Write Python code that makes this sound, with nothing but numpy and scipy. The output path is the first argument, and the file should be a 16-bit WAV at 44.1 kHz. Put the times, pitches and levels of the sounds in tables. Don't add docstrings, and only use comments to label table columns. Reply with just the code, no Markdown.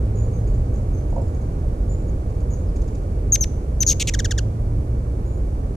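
import sys
import numpy as np
from scipy import signal
from scipy.fft import rfft, irfft
from scipy.io import wavfile
from scipy.ndimage import uniform_filter1d

SR = 44100
rng = np.random.default_rng(int(sys.argv[2]) if len(sys.argv) > 2 else 0)


def master_out(mix):
    frames = np.transpose(np.atleast_2d(mix))
    ceiling = np.clip(frames, -1, 1)
    pcm = np.round(ceiling * 32767).astype(np.int16)
    wavfile.write(sys.argv[1], SR, pcm)


N = 254016
EDGE_HZ = 14640


def gain_of(db):
    return 10 ** (np.asarray(db) / 20)


def evened(x):
    return x / np.sqrt(np.mean(x ** 2) + 1e-20)


def read(points, hz):
    f, value = np.transpose(points)
    return np.interp(np.log(hz + 1), np.log(f + 1), value)


def add(mix, s, sound):
    part = mix[..., round(s * SR):][..., :sound.shape[-1]]
    part += sound[..., :part.shape[-1]]


def wander(count, size):
    smooth = uniform_filter1d(rng.standard_normal(count), size)
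    return evened(uniform_filter1d(smooth, size))


def echoes(x, t60, gap_s):
    t = np.arange(SR // 2) / SR
    tail = rng.standard_normal((2, len(t))) * gain_of(-60 * t / t60) * (t > gap_s)
    tail /= np.linalg.norm(tail, axis=1, keepdims=True)
    return signal.fftconvolve(x[None], tail, axes=1)[:, :N]


def grove(x):
    return echoes(x, t60=0.45, gap_s=0.0015)


# f/Hz, likeness (0-1)
PORT_LIKENESS = [(60, .9995), (250, .985), (500, .88), (1000, .72), (1500, .55), (2400, .2), (14000, .1)]
# f/Hz, lead/rad
PORT_LEAD = [(30, -.05), (90, -.09), (180, -.2), (360, -.4), (600, -.75), (950, -3.3), (1550, -4),
             (2500, -5)]
# f/Hz, level/dB
PORT_BALANCE = [(60, -1.0), (110, -1.0), (200, -1.5), (370, -4.0), (680, -10.0), (1240, -5.5), (2280, -0.5),
                (4180, -0.5), (7660, -0.5), (14000, -1.0)]


def ports(z, other, hz):
    same = np.clip(read(PORT_LIKENESS, hz), 0, 1)
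    side = gain_of(read(PORT_BALANCE, hz) / 2)
    shared = same * z * np.exp(-1j * read(PORT_LEAD, hz))
    right = shared + np.sqrt(1 - same ** 2) * other
    return np.array([z * side, right / side])


# f/Hz, level per Hz/dB
RUMBLE_COLOUR = [(12, -36), (28, -8), (48, 1), (70, -3), (105, -6), (165, -17), (300, -21), (500, -24.5),
                 (720, -34.5), (1100, -40), (2000, -52), (3400, -60), (9700, -60.5), (14500, -72.5)]
# f/Hz, width/Hz, level over the hiss/dB
WHINES = [(2300, 120, 4), (4500, 150, 3), (6400, 900, 2)]
# t/s, deep rumble level/dB, traffic wash level/dB
SWELLS = [(0, 2, 1), (1.5, 1, .5), (3, -1, 0), (4.5, 0, -.5), (5.76, -2, -.5)]
RUMBLE_DB = -22


def rumble(patchy_db=0.31):
    hop = 512
    frames, hz = N // hop + 5, np.fft.rfftfreq(2048, 1 / SR)[:, None]
    a, b, c, d, patches = rng.standard_normal((frames, 1025, 5)).T
    patches = uniform_filter1d(patches, size=20, axis=0)
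    patches = evened(uniform_filter1d(patches, size=6, axis=1))
    s, *levels = np.transpose(SWELLS)
    frame_s = np.arange(frames) * hop / SR
    deep_db, wash_db = (np.interp(frame_s, s, v - v.mean()) for v in levels)
    deep = 1 / (1 + (hz / 110.) ** 2)
    swell_db = deep * deep_db + (1 - deep) * wash_db / (1 + (hz / 6900.0) ** 2)
    whine_db = sum(db * np.exp(-((hz - f) / width) ** 2) for f, width, db in WHINES)
    colour_db = read(RUMBLE_COLOUR, hz) + whine_db + swell_db + patchy_db * patches
    z = ports(a + 1j * b, c + 1j * d, hz) * gain_of(colour_db)
    noise = signal.istft(z, nperseg=2048, noverlap=2048 - hop)[1][:, :N]
    return gain_of(RUMBLE_DB) * evened(noise)


# f/Hz, level/dB, phase drift (rms)/rad
HUMS = [(59.28, -31, 1), (48.12, -31, 2.85)]
# t/s, length/s, start f/Hz, end f/Hz, level/dB
ENGINE_PULLS = [(0, 0.957, 102.6, 122.8, -26), (4.0, 1.5, 100.5, 119.4, -26)]
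PULL_RISE_S, PULL_FADE_DB, PULL_WAVER_DB = 0.12, -10.5, 2


def drones():
    t, out = np.arange(N) / SR, np.zeros(N)
    for hz, db, drift in HUMS:
        level = gain_of(db + 1.9 * wander(N, size=6000))
        out += level * np.sin(2 * np.pi * hz * t + drift * wander(N, size=9000))
    for s, length, hz0, hz1, db in ENGINE_PULLS:
        part = np.arange(0, length, 1 / SR)
        u = part / length
        level_db = db + PULL_FADE_DB * u ** 2 + PULL_WAVER_DB * wander(len(part), size=4000)
        edges = np.clip(np.minimum(part, part[::-1]) / PULL_RISE_S, 0, 1)
        turns = np.cumsum(hz0 + (hz1 - hz0) * u) / SR
        add(out, s, gain_of(level_db) * edges * np.sin(2 * np.pi * turns))
    return np.sqrt(2) * out * gain_of([[-.45], [.45]])


BIRDS = {"near": (-22.5, 1, 0, 1, -4, 0.53, 0.72), "middle": (-3.5, 3, 4, 0.84, -22, 0.53, -0.25),
         "far": (1.5, 1, 6, 1, -22, .76, -0.3)}
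OVERTONES_DB = [1, -5.5, -6.5, -11.5, -17.5, -18, -19, -25]
# f/Hz, level/dB
THROAT = [(1200, -23), (1900, -18), (2600, -11), (4000, -13), (5400, -10), (6300, -1.5), (6700, 0),
          (7500, -4.5), (8200, -18), (8900, -15), (9600, -14), (10500, -29), (12800, -15.5), (14500, -43)]
THROAT_TOP_HZ = 6700
GRAIN = .018


def voice(hz, db, bird, rise_s=0.0021, fall_s=0.0021):
    echo_db, _, bright_db, colour = BIRDS[bird][:4]
    count, far = len(hz), gain_of(echo_db)
    t = np.arange(count) / SR
    speed = uniform_filter1d(abs(np.gradient(np.log(hz))) * SR, size=60)
    shake = (0.0029 + .00006 * speed) * wander(count, size=12)
    air = .012 * far * wander(count, size=250)
    turns = np.cumsum(hz * (1 + shake + air)) / SR
    tones = np.zeros(count)
    for k, over_db in enumerate(OVERTONES_DB, 1):
        tilt_db = bright_db * np.log2(k * hz / THROAT_TOP_HZ)
        level = gain_of(over_db + colour * read(THROAT, k * hz) + tilt_db)
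        tones += level * (k * hz < EDGE_HZ) * np.sin(2 * np.pi * k * turns)
    rough = .025 * np.sqrt(speed / 30.) * wander(count, size=6)
    tones *= 1 + rough + GRAIN * wander(count, size=2)
    edges = np.sin(np.pi / 2 * np.clip(np.minimum(t / rise_s, t[::-1] / fall_s), 0, 1)) ** 2
    waver_db = (0.14 + 3.7 * far) * wander(count, size=200)
    return np.sqrt(2) * gain_of(db + waver_db) * edges * tones


# t/s, level change/dB
CATCHES = [(3.3472, -14), (3.8145, -8)]
CATCH_S = .0001
PLUNGE_S, PLUNGE_HZ = .008, 1600
# t/s, bird, length/s, start f/Hz, end f/Hz, sag in the middle/Hz, level/dB, growth/dB
WHISTLES = [(.153, "far", 0.087, 6740, 6850, -1, -57.5, -0.5), (.317, "far", .077, 6580, 6420, 0, -63, 0),
            (0.93, "far", .062, 6450, 6290, 0, -63.5, 2), (1.893, "middle", 0.056, 7000, 7130, 0, -51, 4.5),
            (2.08, "middle", .02, 6900, 6680, 0, -58.5, 4.5),
            (3.3205, "near", 0.034, 6660, 6120, -73, -16, 3.5),
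            (3.408, "near", .0305, 6510, 5640, -110, -18, 0.5),
            (3.8042, "near", 0.025, 6660, 6130, 295, -18.5, 5.5),
            (5.251, "far", 0.14, 6800, 7080, 0, -66.5, -2)]


def whistle(s, bird, length, hz0, hz1, sag_hz, db, growth_db):
    t = np.arange(0, length + PLUNGE_S, 1 / SR)
    u = np.minimum(t / length, 1)
    slack = np.clip((t - length) / PLUNGE_S, 0, 1)
    held_hz = hz0 + (hz1 - hz0) * u - 4 * sag_hz * u * (1 - u)
    hz = PLUNGE_HZ + (held_hz - PLUNGE_HZ) * (1 - slack) ** 2.1
    catch_db = sum(dip_db * np.exp(-((s + t - at) / CATCH_S) ** 2) for at, dip_db in CATCHES)
    plunge_db = BIRDS[bird][4] * np.sqrt(slack)
    return s, bird, voice(hz, db + growth_db * u + plunge_db + catch_db, bird)


# t/s, bird, length/s, start f/Hz, level/dB
CHIPS = [(.386, "far", .014, 2610, -54), (.47, "far", .016, 2500, -51), (.539, "far", .013, 2600, -51),
         (.655, "far", .013, 2650, -54), (.845, "far", .013, 2500, -55), (1.093, "far", .016, 2750, -51),
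         (1.153, "far", .014, 2750, -52), (1.211, "far", .014, 2800, -52), (1.276, "far", .014, 2600, -54),
         (1.341, "far", .014, 2600, -54), (1.411, "far", .014, 2450, -56),
         (2.296, "middle", 0.016, 2600, -52), (2.348, "middle", .015, 2600, -52),
         (2.402, "middle", .016, 2680, -49), (2.756, "middle", 0.02, 2650, -45),
         (2.809, "middle", 0.022, 2730, -45), (2.874, "middle", .018, 2700, -44),
         (2.945, "middle", 0.018, 2690, -46), (3.031, "middle", 0.012, 2420, -50),
         (4.136, "near", 0.018, 2500, -14), (4.189, "near", 0.018, 2524, -14),
         (4.244, "near", .019, 2394, -14.5), (4.3073, "near", .019, 2360, -14),
         (4.3774, "near", 0.018, 2324, -14.5)]


def chip(s, bird, length, hz0, db):
    end, bend = BIRDS[bird][5:]
    u = np.arange(0, length, 1 / SR) / length
    bent = .66 * np.exp(-u / .13) + .34 * (1 - u ** 4)
    fall = (1 - bend) * (1 - u) + bend * bent
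    hz = hz0 * (end + (1 - end) * fall)
    return s, bird, voice(hz, db - 1.6 * u, bird, rise_s=0.0042, fall_s=0.003)


def warble(kind, s, bird, length, rate1, done, top0, top1, low0, low1, db):
    rate0, round_top, growth_db, swell_db = kind
    u = np.arange(0, length, 1 / SR) / length
    swing = (done + np.cumsum(rate0 + (rate1 - rate0) * u ** 2) / SR) % 1
    zigzag = 1 - abs(2 * swing - 1)
    arches = 1 - (1 - zigzag) ** 2.3
    height = (1 - round_top) * zigzag + round_top * arches
    top, low = top0 + (top1 - top0) * u, low0 + (low1 - low0) * u
    hz = low + (top - low) * uniform_filter1d(height, size=round(SR / rate0 / 12))
    return s, bird, voice(hz, db + growth_db * u + swell_db * np.sin(np.pi * u), bird)


# start rate/swings per s, roundness of the tops (0 = pointed), growth/dB, middle swell/dB
BUZZ_SWING = (241, .1, 1.3, .6)
# t/s, bird, length/s,
# end rate/swings per s, share of a swing done at the start, top f/Hz at start, at end,
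# bottom f/Hz at start, at end, level/dB
BUZZES = [(.735, "far", .03, 220, .4, 7700, 7100, 6300, 5600, -62.5),
          (2.67, "middle", .038, 200, .3, 5500, 5200, 4820, 3900, -58),
          (3.9968, "near", .033, 201.5, -0.163, 5250, 3440, 2367, 1790, -16.5),
          (4.0713, "near", 0.028, 161, 0.1, 4880, 2440, 2250, 1490, -17.5)]


def buzz(*row):
    return warble(BUZZ_SWING, *row)


# t/s, level/dB
KNOCKS = [(1.125, -38), (1.161, -28), (1.178, -32.5)]
# f/Hz, level/dB, time to fade by 60 dB/s
KNOCK_MODES = [(540, 1, 0.13), (600, 0, .07), (675, 3.5, 0.048), (796, 2.5, 0.043), (934, 1.5, 0.044)]


def knocks(echo_db=-3., rise_s=.003):
    t, out = np.arange(SR // 4) / SR, np.zeros(N)
    rise = np.sin(np.pi / 2 * np.minimum(t / rise_s, 1)) ** 2
    for s, db in KNOCKS:
        ring = sum(gain_of(mode_db - 60 * t / t60) * np.sin(2 * np.pi * (hz * t + rng.random()))
                   for hz, mode_db, t60 in KNOCK_MODES)
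        add(out, s, gain_of(db) * ring * rise)
    return (out + gain_of(echo_db) * grove(out)) * gain_of([[-5.], [3.]])


# start rate/swings per s, roundness of the tops (0 = pointed), growth/dB, middle swell/dB
TRILL_SWING = (92.5, 1.2, -4, 8)
# t/s, bird, length/s,
# end rate/swings per s, share of a swing done at the start, top f/Hz at start, at end,
# bottom f/Hz at start, at end, level/dB
TRILLS = [(2.501, "middle", 0.066, 68, .25, 6980, 6650, 6470, 5200, -56.5),
          (3.864, "near", 0.07, 72, .145, 6740, 6360, 4710, 1250, -19.5)]


def trill(*row):
    return warble(TRILL_SWING, *row)


# f/Hz, level/dB
PERCH_BALANCE = [(1500, -2.5), (3000, -3), (4500, 0.5), (6500, 3.5), (9000, -5.5), (13000, -1)]
# f/Hz, lead/rad
PERCH_LEAD = [(3000, 0.2), (6500, 0.34), (7500, 1.86), (9000, 0.59), (12000, 0.57)]
BUSH_T60, BUSH_DB = .035, -13
LOWEST_HZ = 1150


def birds():
    direct, to_trees = np.zeros((2, N)), np.zeros(N)
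    notes = [whistle(*r) for r in WHISTLES] + [trill(*r) for r in TRILLS]
    notes += [buzz(*r) for r in BUZZES] + [chip(*r) for r in CHIPS]
    for s, bird, sound in notes:
        echo_db, pan_db = BIRDS[bird][:2]
        add(direct, s, sound * gain_of([[pan_db / 2], [-pan_db / 2]]))
        add(to_trees, s, sound * gain_of(echo_db))
    hz = np.fft.rfftfreq(N, 1 / SR)
    left = gain_of(read(PERCH_BALANCE, hz) / 2) * np.exp(.5j * read(PERCH_LEAD, hz))
    straight = irfft(rfft(direct) * [left, 1 / left], N)
    bush = gain_of(BUSH_DB) * echoes(direct.mean(0), BUSH_T60, gap_s=0.00072)
    no_lows = signal.butter(6, LOWEST_HZ, "high", fs=SR, output="sos")
    return signal.sosfilt(no_lows, straight + bush + grove(to_trees))


def scene():
    return birds() + rumble() + drones() + knocks()


def record(dry):
    n = np.arange(N)
    soft = dry * np.minimum(np.minimum(n, n[::-1]) / 200, 1)
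    longer = np.pad(soft, ((0, 0), (255, 255)), mode="constant")
    low_pass = signal.firwin(511, EDGE_HZ, window=("kaiser", 9), fs=SR)
    return signal.oaconvolve(longer, low_pass[None], "valid")


dry = scene()
out = record(dry)
master_out(out)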